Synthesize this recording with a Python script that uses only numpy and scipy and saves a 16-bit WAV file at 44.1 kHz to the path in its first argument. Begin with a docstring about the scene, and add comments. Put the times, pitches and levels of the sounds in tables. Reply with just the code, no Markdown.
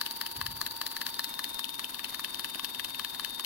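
"""A peristaltic pump snaps and hisses in a quick, steady beat on a laboratory bench; a cut shortens one beat.
Four rollers take turns: each rubs along the tube with a swell of grainy hiss and snaps off it,
a burst of tiny slips that rings the damped modes of the pump head; small squeaks end the rub.
Under them the stepper motor whines in wavering partials over whir, hum and one soft low rumble.
The microphones turn between the pump and a pressure gauge, which changes the colour of the rubbing."""
import sys
import numpy as np
from scipy import signal
from scipy.fft import rfft, irfft, next_fast_len
from scipy.io import wavfile
from scipy.ndimage import uniform_filter1d

SR = 44100
rng = np.random.default_rng(int(sys.argv[2]) if len(sys.argv) > 2 else 0)


def to_wav(sig):
    """Store sig (one row per channel, or 1-D mono) as 16-bit WAV at the path in sys.argv[1].

    Samples outside -1..1 are clipped; the rate is SR.
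    """
    pcm = np.clip(np.atleast_2d(sig), -1, 1) * 32767
    pcm = np.round(pcm).astype(np.int16)
    wavfile.write(sys.argv[1], SR, pcm.T)  # frames by channels


N = 152145

# Centres of the pump head's knock, body, middle and main modes, in Hz.
MODE_GROUPS_HZ = (1150, 1750, 2950, 4000)
PASS_S = 0.0501  # from one roller pass to the next


def amp(db):
    """Decibels to gain."""
    return 10 ** (np.asarray(db) / 20)


def unit(x):
    """Scales to rms 1, over all channels together."""
    return x / np.sqrt(np.mean(abs(x) ** 2) + 1e-20)


def spectrum(table, hz):
    """Reads every column of a table on a log-frequency axis."""
    f, *columns = np.transpose(table)
    return np.array([np.interp(np.log(hz + 1), np.log(f + 1), c) for c in columns])


def curve(table):
    """Reads every column of a table at each sample."""
    s, *columns = np.transpose(table)
    return np.array([np.interp(np.arange(N) / SR, s, c) for c in columns])


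def shape(x, gain):
    """Filters by a function of frequency."""
    size = next_fast_len(N + 8192)  # padding keeps the tail from wrapping round
    hz = np.fft.rfftfreq(size, 1 / SR)
    return irfft(rfft(x, size) * gain(hz), size)[..., :N]


def drift(rate_hz, channels=1):
    """Slow random wandering of rms 1: noise rolled off above the rate."""
    noise = rng.standard_normal((channels, N))
    return unit(shape(noise, lambda f: 1 / (1 + (f / rate_hz) ** 2)))


def band(hz, width_hz, channels=1):
    """A narrow, wavering line of noise, rms 1."""
    noise = rng.standard_normal((channels, N))
    return unit(shape(noise, lambda f: 1 / (1 + (2 * (f - hz) / width_hz) ** 2)))


def add(mix, s, sound):
    """Mixes in a sound centred on time s, trimmed at both ends of the mix."""
    start = round(s * SR) - sound.shape[1] // 2
    sound = sound[:, max(-start, 0):]
    part = mix[:, max(start, 0):][:, :sound.shape[1]]
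    part += sound[:, :part.shape[1]]


def passes():
    """Times at which a roller leaves the tube; the second run follows a cut that shortens one beat."""
    # Runs of evenly spaced passes. Each row: first pass in seconds, end in seconds.
    runs = [(.0145, 1.08), (1.0935, 3.47)]
    return np.concatenate([np.arange(first, end, PASS_S) for first, end in runs])


def rumble():
    """A soft low rumble swells, holds evenly and dies away: bass noise with its level smoothed."""
    full_s, rise_s, hold_s, decay_s = 0.385, 0.04, 0.11, 0.11
    level_db, top_hz = -49, 108
    t = np.arange(N) / SR - full_s
    level = np.clip(1 + t / rise_s, 0, 1) * np.exp(-np.maximum(t - hold_s, 0) / decay_s)
    noise = shape(rng.standard_normal(N), lambda f: (f / top_hz) ** 1.43 / (1 + (f / top_hz) ** 5))
    power = uniform_filter1d(noise ** 2, size=2000)
    even_noise = noise / np.sqrt(abs(power) + 1e-20)
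    return amp(level_db) * level * even_noise


def whir():
    """Steady noise of motor and room, nearly mono in the bass, with a few low hums."""
    # Colour of the noise. Each row: frequency in Hz, relative left and right levels in dB per Hz.
    colour = [(20, -5, 0), (45, -6, -9.5), (141, -4.5, -3.5), (253, 5.5, 4.5), (515, -3.5, -4),
              (830, -0.5, 2), (1014, 8.5, -0.5), (1290, -6.5, -1), (1690, 2, -5), (2400, -11.5, -7.5),
              (2780, -11, -1), (3620, 4.5, -8), (4800, -0.5, -2.5), (5140, -2.5, -10), (6950, -13, -15.5),
              (10200, -23, -6.5), (15300, -13.5, -7.5)]
    # Each row: frequency in Hz, left-right likeness from 0 to 1.
    likeness = [(30, 0.96), (120, 1), (300, 0.68), (600, 0), (1500, 0.41), (15000, 0)]
    # Hums of the room. Each row: frequency in Hz, width in Hz, level in dB.
    hums = [(79, 17, -74.5), (110.2, 2.7, -72), (263.7, 49, -64.5), (355, 19, -71.5)]
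    level_db, patch_db = -47, 2.5
    patchiness = amp(patch_db * drift(rate_hz=57))
    a, b = rng.standard_normal((2, N)) * patchiness

    def same(f):
        return np.clip(spectrum(likeness, f)[0], -1, 1)

    right = shape(a, same) + shape(b, lambda f: np.sqrt(1 - same(f) ** 2))
    noise = unit(shape(np.array([a, right]), lambda f: amp(spectrum(colour, f))))
    return amp(level_db) * noise + sum(amp(db) * band(hz, width) for hz, width, db in hums)


def whine(turn):
    """Stepping tones of the motor, swelling and fading as the microphones move through them."""
    # Partials by multiple of the base tone. Each row: time in seconds, left dB, right dB.
    partials = {1: [(0, -50.5, -46.5), (.9, -50, -47.5), (1.6, -48.5, -50), (2.3, -51.5, -55),
                (3.45, -50.5, -53.5)], 4: [(0, -92, -52.5), (.9, -60.5, -56), (1.25, -42, -47.5),
                (1.6, -39, -53), (1.95, -45, -77), (2.3, -41.5, -57), (2.7, -40.5, -52),
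                (3.45, -39.5, -53)], 5: [(0, -43.5, -61), (1.1, -44, -61), (1.4, -59, -72), (2.3, -51, -73),
                (3.45, -49.5, -71)]}
    # Thin whistles of the motor drive. Each row: frequency in Hz, width in Hz, level in dB.
    whistles = [(13000, 32, -62), (13200, 31, -62), (12900, 490, -57)]
    base_hz, wander_rad, flutter = 915.62, 0.12, 0.16
    pump_lag_s, gauge_lag_s = 0.0003, 0.00037  # left behind right, facing pump or gauge
    t, out = np.arange(N) / SR, np.zeros((2, N))
    lag = pump_lag_s + (gauge_lag_s - pump_lag_s) * turn
    angle = 2 * np.pi * base_hz * np.array([t - lag, t]) + wander_rad * drift(rate_hz=8.9)
    for multiple, levels in partials.items():
        tone = np.sqrt(2) * np.sin(multiple * angle)
        out += amp(curve(levels)) * tone * (1 + flutter * drift(rate_hz=67))
    return out + sum(amp(db) * band(hz, width, channels=2) for hz, width, db in whistles)


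def squeaks(slipping, count=24):
    """The tube sticks and slips in tiny high squeaks: random kicks to short rings at many pitches."""
    low_hz, high_hz, per_s = 9370, 13000, 1700  # kicks per second where slipping is 1, over all pitches
    ring_s, level_db = 0.00045, -54.5
    t, out = np.arange(400) / SR, np.zeros((2, N))
    for hz in np.linspace(low_hz, high_hz, count):
        kicked = rng.random(N) < slipping * per_s / count / SR
        slips = kicked * rng.standard_normal((2, N))
        ring = t * np.exp(-t / ring_s) * np.sin(2 * np.pi * hz * t)
        out += signal.oaconvolve(slips, ring[None])[:, :N]
    return amp(level_db) * unit(out)


def rubbing():
    """Grainy hiss swells as a roller squeezes the tube and ends in squeaks shortly after the snap."""
    # How hard each roller rubs, in relative dB.
    roller_db = [-0.24, 0.34, -0.63, -1.1]
    # Colour of the hiss. Each row: frequency in Hz, relative left and right levels in dB per Hz.
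    colour = [(560, -13, -10), (1550, -1, -7), (2120, -6.5, -44), (2720, -7.5, -40), (4500, -3.5, -5),
              (5460, -13, -10.5), (8000, -11.5, -14.5), (9950, -2, -10), (12800, -9, 1), (13500, -1, -1),
              (15600, 0.5, -3.5)]
    level_db, grain_db, scatter_db = -41.5, 1.6, 1.5
    rise_s, end_s, release_s = 0.02, 0.014, 0.0034  # the end comes this long after the snap
    squeak_late_s, squeak_spread_s = 0.0115, 0.0023  # squeaks bunch this long after the snap
    t, level, slipping = np.arange(N) / SR, np.zeros(N), np.zeros(N)
    for k, s in enumerate(passes()):
        rise = 1 + (t - s) / rise_s
        release = (s + end_s - t) / release_s
        swell = np.clip(np.minimum(rise, release), 0, 1)
        on = swell > 0
        level += amp(roller_db[k % len(roller_db)]) * swell
        slipping[on] += np.exp(-((t[on] - s - squeak_late_s) / squeak_spread_s) ** 2)
    grain_level = amp(grain_db * drift(rate_hz=830) + scatter_db * drift(rate_hz=62))
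    grains = rng.standard_normal((2, N)) * grain_level
    hiss = unit(shape(level * grains, lambda f: amp(spectrum(colour, f))))
    return amp(level_db) * hiss + squeaks(slipping)


def turned(x, turn):
    """Blends the rubbing toward another colour as the microphones turn from the pump."""
    # Colour facing the gauge. Each row: frequency in Hz, change in dB.
    colour = [(1000, -9), (3000, 5), (4400, 1), (9500, 1.5), (12000, 0), (15000, -8)]
    return (1 - turn) * x + turn * shape(x, lambda f: amp(spectrum(colour, f)))


def crunch():
    """One snap: a millisecond of tiny slips with a fairly even spectrum, inside a fainter rattle."""
    evenness, slip_s, rattle, rattle_s = 0.53, 0.001, 0.023, 0.0046
    away = abs(np.arange(-900, 900)) / SR  # both build up before the centre and die away after it
    noise = rng.standard_normal((3, len(away)))
    z = rfft(noise[0] * np.exp(-away / slip_s))
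    slips = irfft(z / (abs(z) + 1e-9) ** evenness)
    return slips / np.linalg.norm(slips) + rattle * np.exp(-away / rattle_s) * noise[1:]


def ringing(x, ring_db):
    """Lifts or lowers the modes under the main one: each snap catches them differently."""
    f = np.fft.rfftfreq(x.shape[1], 1 / SR)
    lift = list(zip(MODE_GROUPS_HZ, [*ring_db, 0]))
    return irfft(rfft(x) * amp(spectrum(lift, f)))


def head(f):
    """Response of the pump head: damped modes of a body too small to radiate bass, one of which bounces."""
    # Each row: frequency in Hz, width in Hz, relative level in dB.
    resonances = [(1169, 210, 1), (1690, 306, -0.5), (2673, 136, -10.5), (3216, 550, -7.5), (4124, 423, 5),
                  (6700, 870, -36), (9700, 2600, -16), (12070, 3000, -12.5)]
    lowest_hz = 1015
    bounce_gain, bounce_s, bounce_width_hz = 0.64, 0.003482, 230
    modes = sum(amp(db) / (1 + 1j * (f * f - hz * hz) / (width * f + 1)) for hz, width, db in resonances)
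    # the body mode answers a second time just after each snap
    near_body = np.exp(-((f - MODE_GROUPS_HZ[1]) / bounce_width_hz) ** 2)
    bounce = bounce_gain * near_body * np.exp(-2j * np.pi * f * bounce_s)
    return modes * (1 + bounce) / np.sqrt(1 + (lowest_hz / (f + 1)) ** 8)


def snaps():
    """Each roller lets go of the tube with a snap or a faint tick and rings the pump head, mostly on the left."""
    # Clear snaps. Each row: time in seconds, relative strength in dB,
    # then extra ring of the knock, body and middle modes in dB.
    clear_snaps = [(0.0139, 1.5, -3, 3, 2.5), (0.064, -2, -15, -6.5, 14), (0.111, -5, -16, -10.0, 3),
                   (0.2141, 0, -2.5, 4.5, 7.5), (0.2647, -3.5, -9.0, 1.5, 12.5), (0.4143, -3.5, 5.5, 8, 10),
                   (0.4653, -1, -7, 0.5, 7.5), (0.6151, 2, -0.5, 1, -7), (0.6653, -2, -14.0, 3, 5.5),
                   (0.7112, -6.5, -13.0, -18, -9.5), (0.8156, -1, 1.5, -1, 6), (0.8659, -1, -10, 1.5, 5),
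                   (0.9666, -3, -8, 3.5, -2), (1.016, -2, -2.5, 2, 10), (1.0663, -1, -8, 3.5, 8),
                   (1.1432, -7, -21, -13, 7), (1.194, 1, -4.5, 3.5, -2), (1.244, 0.5, -18, 0, -2),
                   (1.3412, -9.5, -9, -10, 7), (1.3931, -1.5, 1, 2.5, 5.5), (1.4433, -1.5, -24, 1, 8.5),
                   (1.5447, -4.5, -26, -27, -5), (1.594, -0.5, -4.5, -4, 1.5), (1.6439, -5, -25, -10, 19),
                   (1.6934, -8.5, -9, -22, 12.5), (1.7444, -9, -21, -17, 9), (1.795, -3.5, -2, 6, 10),
                   (1.8443, -8, -18, -11, 22.5), (1.9452, -6.5, -11.5, -5, 13.5), (1.9942, -8, 3, 5, 16.5),
                   (2.045, -3, -15, 0, 14.5), (2.146, -4, -8.5, 5, 7.5), (2.1959, -6, 2.5, 7, 3),
                   (2.2464, -3.5, -10, 1.5, 18), (2.3458, -4.0, -14, -10, 12), (2.3955, -4, -4.5, 1.5, 8),
                   (2.4462, -3, -10, 0.5, 13.5), (2.5476, -10, -7, -2, 22), (2.5965, -6.5, 3.5, 0, 19),
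                   (2.6468, -1, -16, -4, 13.5), (2.748, -9, -7.0, -8, 18.5), (2.7969, -6.5, -1, 6, 20.5),
                   (2.8469, -2.5, -21, -1.5, 13), (2.9474, -12.0, -15.5, 0, 23), (2.9965, -3.5, 1, 2, 12),
                   (3.048, -2, -9, 2.5, 11.5), (3.1476, -10.5, -13, 3, 12), (3.1974, -4, 1, 1.5, 8),
                   (3.2479, -2.0, -15, 1, 14), (3.3971, -4, -2, 4.5, 11.5), (3.4477, -2.5, -27, -9, 13.5)]
    # Snap at the right microphone. Each row: frequency in Hz, dB against the left.
    right_db = [(1100, 0), (1700, -10.5), (2900, -11.5), (4200, -9), (6000, -20.5), (9000, 2.5),
                (12000, -9), (15000, -8)]
    # Each row: frequency in Hz, radians by which the left microphone leads (negative: the right leads).
    left_lead = [(1100, 0), (1900, -.3), (2300, -1.4), (2900, -1.7), (4300, -1.7), (9000, -1.6)]
    # The other passes only tick: mean strength in dB, then extra ring of knock, body and middle in dB.
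    tick = (-12.5, -10, -16, 6)
    level_db, tick_scatter_db = 6.5, 2.5
    force, clear_s = np.zeros((2, N)), np.transpose(clear_snaps)[0]
    ticks = []
    for s in passes():
        if min(abs(clear_s - s)) > PASS_S / 2:
            ticks.append((s, tick[0] + tick_scatter_db * rng.standard_normal(), *tick[1:]))
    for s, db, *ring_db in list(clear_snaps) + ticks:
        add(force, s, amp(db) * ringing(crunch(), ring_db))
    left, right = amp(level_db) * shape(force, head)

    def to_right(f):
        return amp(spectrum(right_db, f)[0]) * np.exp(-1j * spectrum(left_lead, f)[0])

    return np.array([left, shape(right, to_right)])


def room(x):
    """A faint, short tail from the laboratory: exponentially dying noise on each side."""
    level_db, t60_s, onset_s = -12.5, 0.29, 0.0012
    t = np.arange(SR // 2) / SR
    decay = np.exp(-np.log(1000) * t / t60_s) * np.minimum(t / onset_s, 1)
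    tail = rng.standard_normal((2, len(t))) * decay
    return amp(level_db) * signal.fftconvolve(x, tail / np.linalg.norm(tail[0]), axes=1)[:, :N]


def scene():
    """The rubbing changes colour as the microphones turn; whine and room carry on."""
    # Each row: time in seconds, turn from 0 (facing the pump) to 1 (facing the gauge).
    turn_path = [(0, 0.4), (.7, 0.12), (1.15, 0.39), (1.65, 0.99), (3.45, 0.77)]
    turn = np.clip(curve(turn_path)[0], 0, 1)
    pump = snaps() + turned(rubbing(), turn)
    return pump + room(pump) + whine(turn) + whir() + rumble()


def record(dry):
    """The recorder's band limit: a steep low-pass."""
    edge_hz = 15900
    taps = signal.firwin(401, edge_hz, window=("kaiser", 8), fs=SR)
    return signal.oaconvolve(dry, taps[None], "same")


dry = scene()
out = record(dry)
to_wav(out)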